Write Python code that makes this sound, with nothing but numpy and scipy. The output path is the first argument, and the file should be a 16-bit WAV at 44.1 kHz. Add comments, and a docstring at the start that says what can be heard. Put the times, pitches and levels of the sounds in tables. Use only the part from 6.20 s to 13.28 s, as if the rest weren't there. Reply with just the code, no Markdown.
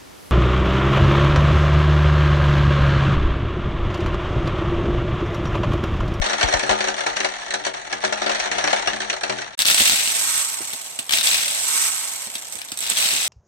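"""Over a plastic basket, glass marbles are scooped up and dropped in handfuls into an upright plastic pipe.
First comes slow motion: deep single knocks made of noise bursts, which ring resonators for the pipe's air.
After a brief silence, at true speed, three pours clatter into the pipe, each followed by a bright scoop.
Scoops and pours are crowds of tiny random collisions, with hard clacks, plastic bumps and faint air added."""
import sys
import numpy as np
from scipy import signal
from scipy.fft import rfft, irfft
from scipy.io import wavfile
from scipy.ndimage import uniform_filter1d

SR = 44100
rng = np.random.default_rng(int(sys.argv[2]) if len(sys.argv) > 2 else 0)


def to_wav(sig):
    """Store sig (one row per channel, or 1-D mono) as 16-bit WAV at the path in sys.argv[1].

    Samples outside -1..1 are clipped; the rate is SR.
    """
    pcm = np.clip(np.atleast_2d(sig), -1, 1) * 32767
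    pcm = np.round(pcm).astype(np.int16)
    wavfile.write(sys.argv[1], SR, pcm.T)  # frames by channels


N = 312228
TIME = np.arange(N) / SR   # seconds
SLOW_END_S, RESTART_S = 3.353, 3.373   # slow motion ends; true speed begins
SLOW_CUTOFF_HZ, CUTOFF_HZ = 9650, 15900   # top of the slow passage; top of everything

# Slow-motion impacts. Each row: start in seconds, then relative levels in dB of the crack and wall ring,
# of the body, and of the boom of the pipe's lowest modes.
KNOCK_ROWS = [(.0398, -18, -25, -26), (.0609, -14.5, -24, -24), (.0962, -19, -30, -25),
              (.1303, -15, -24, -21.5), (.2089, -10.5, -24, -29), (.2273, -9, -19.5, -18),
              (.2836, -16, -28, -24), (.3245, -13.5, -24, -29), (.3368, -9, -17, -17.5),
              (.393, -15, -27.5, -31), (.4316, -19, -24.5, -17.5), (.4923, -10.5, -15, -19),
              (.5084, -13.5, -20, -19), (.5279, -20, -21.5, -33), (.6044, -13, -26, -23),
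              (.64, -16, -23, -31), (.6719, -20, -23.5, -31), (.6822, -14, -24.5, -25),
              (.7781, -23, -30.5, -31.5), (.8046, -17, -28, -30), (.8644, -13.5, -19.5, -24),
              (.966, -13.5, -32, -27), (1.002, -12.5, -27, -25), (1.0452, -12, -20, -24),
              (1.0854, -21.5, -44, -36), (1.3047, -16.5, -35, -34), (1.3379, -13, -24.5, -26),
              (1.4482, -16.5, -29.5, -40), (1.4648, -14.5, -22.5, -22), (1.538, -24, -32.5, -36),
              (1.5684, -26.5, -38, -36), (1.7257, -14, -27.5, -24), (1.8377, -17.5, -18.5, -25),
              (1.8469, -11, -32, -24), (1.9245, -14.5, -22.5, -28), (2.0167, -16.5, -23.5, -25),
              (2.0395, -24, -41, -41), (2.0618, -13.5, -24, -18.5), (2.0926, -14.5, -20.5, -23.5),
              (2.1144, -17.5, -33, -29), (2.146, -15, -34, -29), (2.1977, -15.5, -30, -36),
              (2.2569, -18.5, -28, -34), (2.3137, -16, -42, -31), (2.356, -25, -39, -28),
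              (2.3821, -14, -23, -29), (2.4394, -12, -21.5, -17.5), (2.4733, -13, -20, -32),
              (2.506, -18, -46, -34), (2.5289, -10.5, -16, -23.5), (2.5601, -17, -39, -38),
              (2.6722, -10, -20, -24), (2.7312, -17.5, -33, -24), (2.801, -18, -40, -34),
              (2.816, -18, -35, -34), (2.8969, -11.5, -34, -27), (2.9272, -18.5, -28.5, -30),
              (3.033, -13.5, -25, -24), (3.0949, -15, -24, -20), (3.1229, -25.5, -35.5, -25),
              (3.1837, -20, -34.5, -35), (3.2164, -21.5, -37, -40)]
# Jostling of the marbles between the slow impacts. Each row: time in seconds, relative level in dB.
JOSTLE_CURVE = [(0.0, -23), (0.48, -26), (0.94, -28), (1.05, -29), (1.59, -33.5), (1.71, -32), (2.25, -25),
                (2.56, -24.5), (2.85, -30.5), (3.09, -30.5), (3.23, -31.5), (3.35, -39.5)]
# Tone colour of bare glass. Each row: frequency in Hz, relative level in dB.
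GLASS_COLOUR = [(100, -23), (400, -18.5), (1200, -15.5), (1700, -8.5), (2300, -10), (3500, -10),
                (5200, -7.5), (7000, -3.5), (7850, 3.5), (8350, 5.5), (9050, 0.5), (10200, -12.5),
                (11500, -5.5), (15500, -24.5)]
# Tone colour of marbles hitting the pipe. Each row: frequency in Hz, relative level in dB.
PIPE_COLOUR = [(80, -24), (250, -13), (400, -29), (620, -10), (900, -14.5), (1500, -7.5), (1750, -4.5),
               (1950, -7), (2500, 0), (3200, 0), (3750, 2), (4500, -3), (6300, -5), (8000, -20),
               (12000, -13), (15500, -15.5)]


def slow_knocks():
    """Slowed impacts, each with a body, a ring of the wall and a crack, over lighter jostling."""
    # The low, middle and high part of a knock. Each row: lowest and highest frequency in Hz.
    registers = [(330, 1100), (1100, 3000), (3000, 9600)]
    # Colour of a knock in the left ear. Each row: frequency in Hz, relative level in dB.
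    left_colour = [(200, -13), (480, -17.5), (620, -4.5), (740, -6), (870, -11.5), (1100, -11.5), (1550, 0),
                   (2700, -5), (3900, -8.5), (5100, -29.5), (5800, -2.5), (6400, -17), (9400, -20)]
    # Colour of a knock in the right ear. Each row: frequency in Hz, relative level in dB.
    right_colour = [(200, -31.5), (480, -47.5), (620, -36), (740, -10), (900, -10.5), (1200, -13),
                    (1700, 2), (2300, -9.5), (3100, -19), (4250, -2), (5100, -15), (5800, -7.5),
                    (6400, -12.5), (9400, -21)]
    # Share of the jostling in body, wall and crack: three levels in dB.
    jostle_trims = (-6.5, -2.5, -7)
    wall_db = -9.5   # ring of the wall, added to the knock's level
    ears = np.array([response(left_colour), response(right_colour)])
    wall = through(ears, bending(lag_s=.0045, knee_hz=3517))

    out = np.zeros((2, N))
    for s, knock_db, body_db, _ in KNOCK_ROWS:
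        blow = contact(hit_t60=0.0067, ring_db=4.5, ring_t60=0.082,
                       tail_db=2.0, tail_t60=0.14, size=8000, order=26)
        blow = ringing(blow, 1100, 7000, db=-16.5, t60=0.11)
        blow = through(tinted(blow, 570, 8300, spread_db=2.5), wall)
        body, shell, crack = (band(blow, low, high) for low, high in registers)
        knock = at_level(body, body_db - 4.5)
        knock += at_level(shell, knock_db + wall_db)
        knock += at_peak(crack, knock_db + .5)
        add(out, s, knock)

    light = []
    for _ in range(20):
        touch = contact(hit_t60=.012, ring_db=0, ring_t60=.05, tail_db=3, tail_t60=.22, size=6000, order=26)
        light.append(tinted(touch, 500, 9500, spread_db=4))
    jostle = through(patter(170 * (TIME < SLOW_END_S), spread_db=3.5, contacts=light), wall)
    for (low, high), trim_db in zip(registers, jostle_trims):
        out += from_db(trim_db) * in_time(JOSTLE_CURVE) * even(band(jostle, low, high), low, high)
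    return out


def bending(lag_s, knee_hz, size=1024):
    """Bending waves in the wall: the highs arrive first, so each knock is a quick downward chirp."""
    hz = np.fft.rfftfreq(size, 1 / SR)
    delay = lag_s * np.exp(-hz / knee_hz)
    # adding up the delay over frequency gives the phase
    return irfft(np.exp(-2j * np.pi * np.cumsum(delay) * SR / size))


def air_column():
    """Every slow impact and many light touches ring the pipe's modes, each with a new strength."""
    # Slowed pipe: quarter-wave series, then cross modes.
    # Each row: frequency in Hz, relative level in dB, seconds to fall by 60 dB.
    modes = [(128.2, -27.5, 0.53), (214.2, -17.5, 0.46), (299, -15, 0.39), (379.7, -7.5, 0.29),
             (474.5, -14, 0.48), (553.2, -6, 0.24), (627, -1.5, 0.11), (708, -0.5, 0.15), (817, -10, 0.25),
             (867, -10, 0.16), (894, -7, 0.42), (1231, -13, 0.31), (1395, -14, 0.3), (1564, -14, 0.096),
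             (1698, -4.5, 0.048), (1935, -10, 0.019), (2213, -4.5, 0.096)]
    # How much later a mode reaches the right ear. Each row: frequency in Hz, delay in seconds.
    right_lags = [(380, 0.00078), (560, .0006)]
    touches_per_s, touch_db = 40, -9.5
    boom_hz, body_hz = 300, 520   # modes below follow the boom, modes above the body

    s, _, body_db, boom_db = np.transpose(KNOCK_ROWS)
    touches = (rng.random(N) < touches_per_s / SR) * in_time(JOSTLE_CURVE) * from_db(touch_db)
    stirs = [touches * rng.standard_normal(N) for _ in modes]
    chance = rng.standard_normal((len(s), len(modes), 2))
    out = np.zeros((2, N))
    for k, (hz, db, t60) in enumerate(modes):
        clicks = from_db(db) * stirs[k]
        blow_db = boom_db + (body_db - boom_db) * np.interp(hz, [boom_hz, body_hz], [0, 1])
        strength = from_db(blow_db + db + 2.37 * chance[:, k, 0])
        clicks[np.round(s * SR).astype(int)] = strength * np.sign(chance[:, k, 1])
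        # a two-pole resonator rings at the mode's pitch and dies away
        r, w = from_db(-60 / (t60 * SR)), 2 * np.pi * hz / SR
        mode = signal.lfilter([1, -1], [1, -2 * r * np.cos(w), r * r], clicks + 1e-18)
        lag = np.interp(hz, *np.transpose(right_lags))
        both = np.array([mode, np.interp(TIME - lag, TIME, mode)])
        # the low modes favour the left ear
        out += both * pan(db=np.interp(hz, [650, 900], [10, 0]))
    return out


def thuds(start_hz=170, end_hz=27, sink_s=0.0146, swell_s=0.019):
    """Soft deep thuds: sine waves that glide down in pitch, over a low noise rumble."""
    # Each row: start in seconds, relative level in dB.
    thud_rows = [(-0.025, -10), (0.231, -19.5), (0.334, -24), (0.49, -31), (2.667, -41)]
    rumble_db = -30   # low rumble against the jostling
    t = np.arange(SR // 4) / SR
    cycles = end_hz * t + (start_hz - end_hz) * sink_s * (1 - np.exp(-t / sink_s))
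    swell = (t / swell_s * np.exp(1 - t / swell_s)) ** 2
    thud = np.sin(2 * np.pi * cycles) * swell
    out = np.zeros((2, N))
    for s, db in thud_rows:
        add(out, s, from_db(db) * thud * pan(db=14.0))
    rumble = even(band(rng.standard_normal((1, N)), 26, 55), 20, 70, size=9000)
    return out + from_db(rumble_db) * rumble * in_time(JOSTLE_CURVE) * pan(db=5.0)


def pouring():
    """A handful hails into the pipe as random collisions, whose bore adds a hollow ring."""
    hits = []
    for _ in range(24):
        hit = contact(hit_t60=0.01, ring_db=7.5, ring_t60=0.018, tail_db=7, tail_t60=0.16, size=3600, order=11)
        hits.append(tinted(hit, 1020, 12600, spread_db=2.0))
    hits = [ringing(hit, 1807, 11870, db=-9.5, t60=0.041) for hit in hits * 3]
    hail = patter(700 * (TIME > RESTART_S), spread_db=5.5, contacts=hits)
    hail = through(hail, response(PIPE_COLOUR))
    return even(hail, 2450, 4700) * pour_flow() * from_db(-0.46) * pan(db=3.5)


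def pour_flow():
    """Strength of the hail in the pipe: every rush swells, holds and dies away."""
    # Rushes of marbles. Each row: start in seconds, seconds before it starts to die away (swell included),
    # relative level in dB, dying away in dB per second.
    rushes = [(3.391, 0.024, -25.5, 604), (3.455, 0.065, -20.5, 69.5), (3.57, 0.099, -19.5, 39),
              (4.91, 0.059, -23.5, 130.5), (5.027, 0.089, -21, 43), (6.604, 0.1, -30, 49),
              (6.686, 0.023, -28.5, 100), (6.762, 0.096, -22.5, 25)]
    attack_s = 0.012
    power = 0
    for s, hold_s, db, fall in rushes:
        swell = np.clip((TIME - s) / attack_s, 0, 1)
        decay_db = fall * np.maximum(TIME - s - hold_s, 0)
        power = power + (swell * from_db(db - decay_db)) ** 2
    return np.sqrt(power)


def scooping():
    """Glass ticks on glass, faster as hands dig harder or a handful lands; they also sound the hollow."""
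    # Shading of the sharpest glass ring at the left ear. Each row: frequency in Hz, level in dB.
    left_shade = [(5500, 1), (7200, -3), (8200, -5), (9300, -21.5), (11000, 1)]
    pour_glass_db = -5   # bare glass rings along with a pour
    ticks_per_s, ticks_follow = 1900, .7   # at the strongest moment; how the rate follows the strength
    ring_db, ring_t60_s = -4, 0.051   # narrow partials that each collision leaves ringing
    tight_hz = 1225   # pitch of the hollow when the hands are tightest
    hollow_db, hollow_follows = -23, 0.54   # its level; share of the glass's swing in dB

    raking, centre_hz = scoop_motion(open_hz=743, tight_hz=tight_hz)
    glass = np.hypot(raking, from_db(pour_glass_db) * pour_flow())
    per_s = ticks_per_s * (glass / glass.max()) ** ticks_follow * (TIME > RESTART_S)
    ticks = []
    for _ in range(40):
        tick = contact(hit_t60=.005, ring_db=0, ring_t60=.025, tail_db=1, tail_t60=.14, size=3000, order=6)
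        ticks.append(tinted(tick, 1000, 15000, spread_db=4.5))
    ticks = [ringing(tick, 1985, 14000, db=ring_db, t60=ring_t60_s) for tick in ticks * 3]
    clicks = patter(per_s, spread_db=2.5, contacts=ticks)

    bright = through(clicks, response(GLASS_COLOUR))
    bright[:1] = through(bright[:1], response(left_shade))
    bright = even(bright, 7700, 15000) * glass * from_db(4.0)
    cupped = (centre_hz / tight_hz) ** 0.86   # the hollow speaks most when it is tight
    cavity = even(hollow(clicks, centre_hz, width_octaves=0.51), 370, 1560)
    return bright + cavity * from_db(hollow_db) * glass ** hollow_follows * cupped


def scoop_motion(open_hz, tight_hz):
    """Raking strength and pitch of the hollow: hands dig in, close, lift, and the handful settles."""
    # Each row: hands dig in (seconds), hands meet (seconds), relative level in dB, settling in dB per second.
    scoop_rows = [(3.65, 4.234, -27, 24), (5.22, 5.674, -25, 24), (6.923, 7.383, -27.5, 24)]
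    held_db = -48.5   # marbles never lie quite still in the hands
    dig_s, dig_rise_db = 0.34, 11   # the raking swells, then holds until the hands meet
    lift_s, lift_drop_db = 0.032, 3.5   # it drops as the handful leaves the heap
    tight_lead_s, close_s, open_s = 0.16, 0.064, 0.35   # tightest just before the hands meet
    power, tight = from_db(held_db) ** 2, 0
    for start_s, meet_s, db, settle in scoop_rows:
        dig_db = dig_rise_db * np.minimum((TIME - start_s) / dig_s - 1, 0)
        lift_db = lift_drop_db * np.clip((TIME - meet_s) / lift_s, 0, 1)
        settle_db = settle * np.maximum(TIME - meet_s, 0)
        power = power + (from_db(db + dig_db - lift_db - settle_db) * (TIME > start_s)) ** 2
        since = TIME - meet_s + tight_lead_s
        tight = tight + np.exp(-(since / np.where(since < 0, close_s, open_s)) ** 2)
    return np.sqrt(power), open_hz + (tight_hz - open_hz) * tight


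def hollow(x, centre_hz, width_octaves):
    """The hollow between hands and basket: a broad resonance that glides as the hands close."""
    out = np.zeros((2, N))
    for hz in np.geomspace(480, 2250, 10):
        weight = np.exp(-.5 * (np.log2(hz / centre_hz) / width_octaves) ** 2)
        out += weight * band(x, hz / 1.09, hz * 1.09)
    return out


def clacks():
    """The hardest single collisions: dry, broad clicks, partly pipe ring and partly bare glass."""
    # Each row: start in seconds, relative level in dB, pipe ring above bare glass in dB,
    # seconds in which the first burst falls by 60 dB.
    clack_rows = [(3.391, 3, 8, 0.0012), (3.4034, -5.5, 22, 0.0042), (3.42, 3.5, 8, 0.0026),
                  (3.45, -7, 0, .01), (3.4545, 2.5, 16, 0.0044), (3.485, 2, 15, .003),
                  (3.5, -1, 16, 0.0024), (3.5117, -3, 6, 0.0016), (3.545, -0.5, 2, 0.019),
                  (3.581, -4.5, 12, 0.0046), (3.606, -1, 3, 0.009), (3.676, -1, 1, 0.0041),
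                  (3.697, 0, 12, .003), (3.8757, -3.5, 13, 0.0046), (3.882, -7, -8, 0.0091),
                  (4.054, -16.5, -10, 0.022), (4.177, -6.5, -20, 0.027), (4.504, -16, 2, .006),
                  (4.533, -13, 6, .03), (4.663, -24, 3.5, 0.0039), (4.7095, -25, -22, .005),
                  (4.7894, -9.5, -4, 0.047), (4.8937, -7, 8, .012), (4.908, -7.5, 7, 0.017),
                  (4.923, -5, 15.5, 0.0037), (4.9355, 2, 13, .005), (4.9736, -3.5, 9, 0.0041),
                  (4.9855, -1, 14, .004), (5.0107, -5, 16, .004), (5.03, -9, -11, 0.018),
                  (5.0724, -2, -3, .005), (5.144, -1.5, 11, .004), (5.282, -8, 1, 0.011),
                  (5.947, -24, 4, .004), (6.038, -24, -7.5, .012), (6.071, -19.5, 4, .006),
                  (6.153, -12.5, 1, 0.041), (6.323, -17.5, -35.5, 0.15), (6.355, -12, -11, .005),
                  (6.387, -19, 2, 0.05), (6.4165, -14.5, 7, 0.014), (6.486, -20, 8, 0.04),
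                  (6.518, -13, -1, 0.029), (6.573, -14, -8, 0.039), (6.5893, -11.5, -7, .025),
                  (6.605, -11.5, -24, 0.023), (6.6994, -3, -12, 0.013), (6.771, -4, 2, 0.012),
                  (6.933, -10.5, -3, 0.013)]
    out, pipe, glass = np.zeros((2, N)), response(PIPE_COLOUR), response(GLASS_COLOUR)
    for s, level_db, pipe_db, length_s in clack_rows:
        blow = contact(hit_t60=length_s, ring_db=-5, ring_t60=0.11,
                       tail_db=-5.5, tail_t60=0.15, size=3600, order=11)
        blow = tinted(blow, 1000, 15000, spread_db=2.5)
        colour = from_db(pipe_db) * pipe * pan(db=6.5) + glass * pan(db=-7)
        add(out, s, at_peak(through(blow, colour), level_db - .5))
    return out


def bumps():
    """Heavier blows make the plastic boom briefly: noise bursts with a low, hollow colour."""
    # Each row: start in seconds, relative level in dB.
    bump_rows = [(3.508, -28), (3.603, -24), (3.717, -30), (4.405, -29.5), (4.533, -32.5), (4.79, -33),
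                 (4.928, -35), (5.191, -41), (6.07, -38), (6.155, -38), (6.35, -39), (6.519, -32),
                 (6.707, -30), (6.932, -31)]
    # Colour of the boom. Each row: frequency in Hz, relative level in dB.
    boom_colour = [(30, -48), (85, -9), (140, -15), (215, -6), (300, -4.5), (450, -12.5), (900, -13.5),
                   (2000, -33), (5000, -60)]
    out, boom = np.zeros((2, N)), response(boom_colour)
    for s, level_db in bump_rows:
        blow = contact(hit_t60=0.088, ring_db=-19, ring_t60=0.068,
                       tail_db=-23, tail_t60=0.23, size=7000, order=10)
        add(out, s, at_peak(through(blow, boom), level_db + 0.66) * pan(db=2.5))
    return out


def slow_air():
    """Faint, dull air behind the slow passage: low noise, stronger on the left."""
    air = band(rng.standard_normal((2, N)), 70, 330)
    return from_db(-56.5) * air / air.std() * pan(db=7)


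def brisk_air():
    """Faint air behind the work at true speed: steady coloured noise."""
    # Each row: frequency in Hz, relative level in dB.
    air_colour = [(25, -22), (60, -5), (130, -0.5), (300, 0), (1000, 1), (4000, 3.5), (12000, -38)]
    air = through(rng.standard_normal((2, N)), response(air_colour))
    return from_db(-45.5) * air / air.std()


def contact(hit_t60, ring_db, ring_t60, tail_db, tail_t60, size, order, likeness=0.21):
    """One collision: a noise burst, reflections and a tail, each dying away at its own rate."""
    t = np.arange(size) / SR
    lag = rng.integers(order - order // 4, order + 1)   # samples by which the right ear is late
    out = np.zeros((2, size))
    # alike: how much of the sound both ears share
    for db, t60, alike in (0, hit_t60, 1), (ring_db, ring_t60, likeness), (tail_db, tail_t60, likeness):
        shape = from_db(-60 * t / t60)
        common, own = rng.standard_normal(size), rng.standard_normal((2, size))
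        share = np.clip(alike, 0, 1)
        sound = (np.sqrt(share) * common + np.sqrt(1 - share) * own) * shape
        out += from_db(db) * sound / np.linalg.norm(sound[0])
    out[1] = np.roll(out[1], lag)
    return out


def tinted(x, low_hz, high_hz, spread_db, count=36):
    """Every pair of marbles and every spot on the wall has a random colour of its own."""
    tint = np.column_stack([np.geomspace(low_hz, high_hz, count), spread_db * rng.standard_normal(count)])
    tint[[0, -1], 1] = 0
    return through(x, response(tint, size=1024))


def ringing(x, low_hz, high_hz, db, t60, count=4):
    """A collision leaves a few partials ringing, at random pitches of its own."""
    t = np.arange(x.shape[1]) / SR
    hz = low_hz * (high_hz / low_hz) ** rng.random((count, 1))
    waves = np.sin(2 * np.pi * (hz * t + rng.random((2, count, 1))))
    partials = waves.sum(axis=1) * from_db(-60 * t / t60)
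    return x + from_db(db) * partials * np.linalg.norm(x) / np.linalg.norm(partials)


def patter(per_s, spread_db, contacts):
    """Collisions at random moments, many weak and a few strong."""
    chance, sizes, kinds = rng.random(N), rng.standard_normal(N), rng.integers(0, len(contacts), N)
    out = np.zeros((2, N))
    for i in np.flatnonzero(chance < per_s / SR):
        add(out, i / SR, from_db(spread_db * min(sizes[i], 2)) * contacts[kinds[i]])
    return out


def from_db(db):
    """Turns decibels into gain."""
    return 10 ** (np.asarray(db) / 20)


def in_time(rows):
    """Turns a curve of seconds and dB into a gain per sample."""
    s, db = np.transpose(rows)
    return from_db(np.interp(TIME, s, db))


def pan(db):
    """Left and right gains for a level difference; above zero favours the left."""
    g = from_db([[db / 2], [-db / 2]])
    return g / np.sqrt(np.mean(g ** 2))


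def band(x, low, high):
    """Keeps the frequencies between two limits in Hz (Butterworth band-pass)."""
    return signal.sosfilt(signal.butter(3, [low, high], "band", fs=SR, output="sos"), x + 1e-18)


def low_pass(x, hz):
    """Steeply cuts everything above a frequency."""
    return signal.sosfilt(signal.ellip(10, .2, 80, hz, fs=SR, output="sos"), x)


def response(spectrum, size=2048):
    """Causal (minimum-phase) impulse response with the given spectrum."""
    hz, db = np.transpose(spectrum)
    gain = from_db(np.interp(np.log(np.fft.rfftfreq(size, 1 / SR) + 1), np.log(hz), db))
    # folding the cepstrum moves the energy to the start
    cepstrum = irfft(np.log(gain))
    cepstrum[1:size // 2] *= 2
    cepstrum[size // 2 + 1:] = 0
    return irfft(np.exp(rfft(cepstrum)))


def through(x, impulse):
    """Passes a sound through an impulse response."""
    return signal.fftconvolve(x, np.atleast_2d(impulse), axes=1)[:, :x.shape[1]]


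def even(x, low, high, size=2600):
    """Holds the running rms within a band near one; single clicks keep their shape."""
    power = uniform_filter1d(np.mean(band(x, low, high) ** 2, axis=0), size)
    return x / np.sqrt(np.abs(uniform_filter1d(power, size // 2)) + 1e-14)


def at_level(x, db, size=882):
    """Scales a blow so that its first 20 ms have the given rms."""
    return x * from_db(db) / np.sqrt(np.mean(x[:, :size] ** 2))


def at_peak(x, db):
    """Scales a blow to the given peak, averaged over the ears."""
    peak = np.abs(x).max(axis=1).mean()
    return x * from_db(db) / peak


def add(out, s, sound):
    """Mixes a sound in at a time in seconds."""
    at = round(s * SR)
    skip, end = max(-at, 0), min(at + sound.shape[1], N)
    out[:, at + skip:end] += sound[:, skip:end - at]


def scene():
    """The slow passage, a short silence, then the work at true speed over faint air."""
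    slow = low_pass(slow_knocks() + air_column() + thuds() + slow_air(), SLOW_CUTOFF_HZ)
    brisk = pouring() + scooping() + clacks() + bumps() + brisk_air()
    fade_out = np.clip((SLOW_END_S - TIME) / .004, 0, 1)
    fade_in = np.clip((TIME - RESTART_S) / .004, 0, 1)
    return slow * fade_out + brisk * fade_in


def record(dry):
    """The highest peaks are clipped at full scale, then the top of the spectrum is cut."""
    return low_pass(np.clip(dry, -1, 1), CUTOFF_HZ)


dry = scene()
out = record(dry)
to_wav(out)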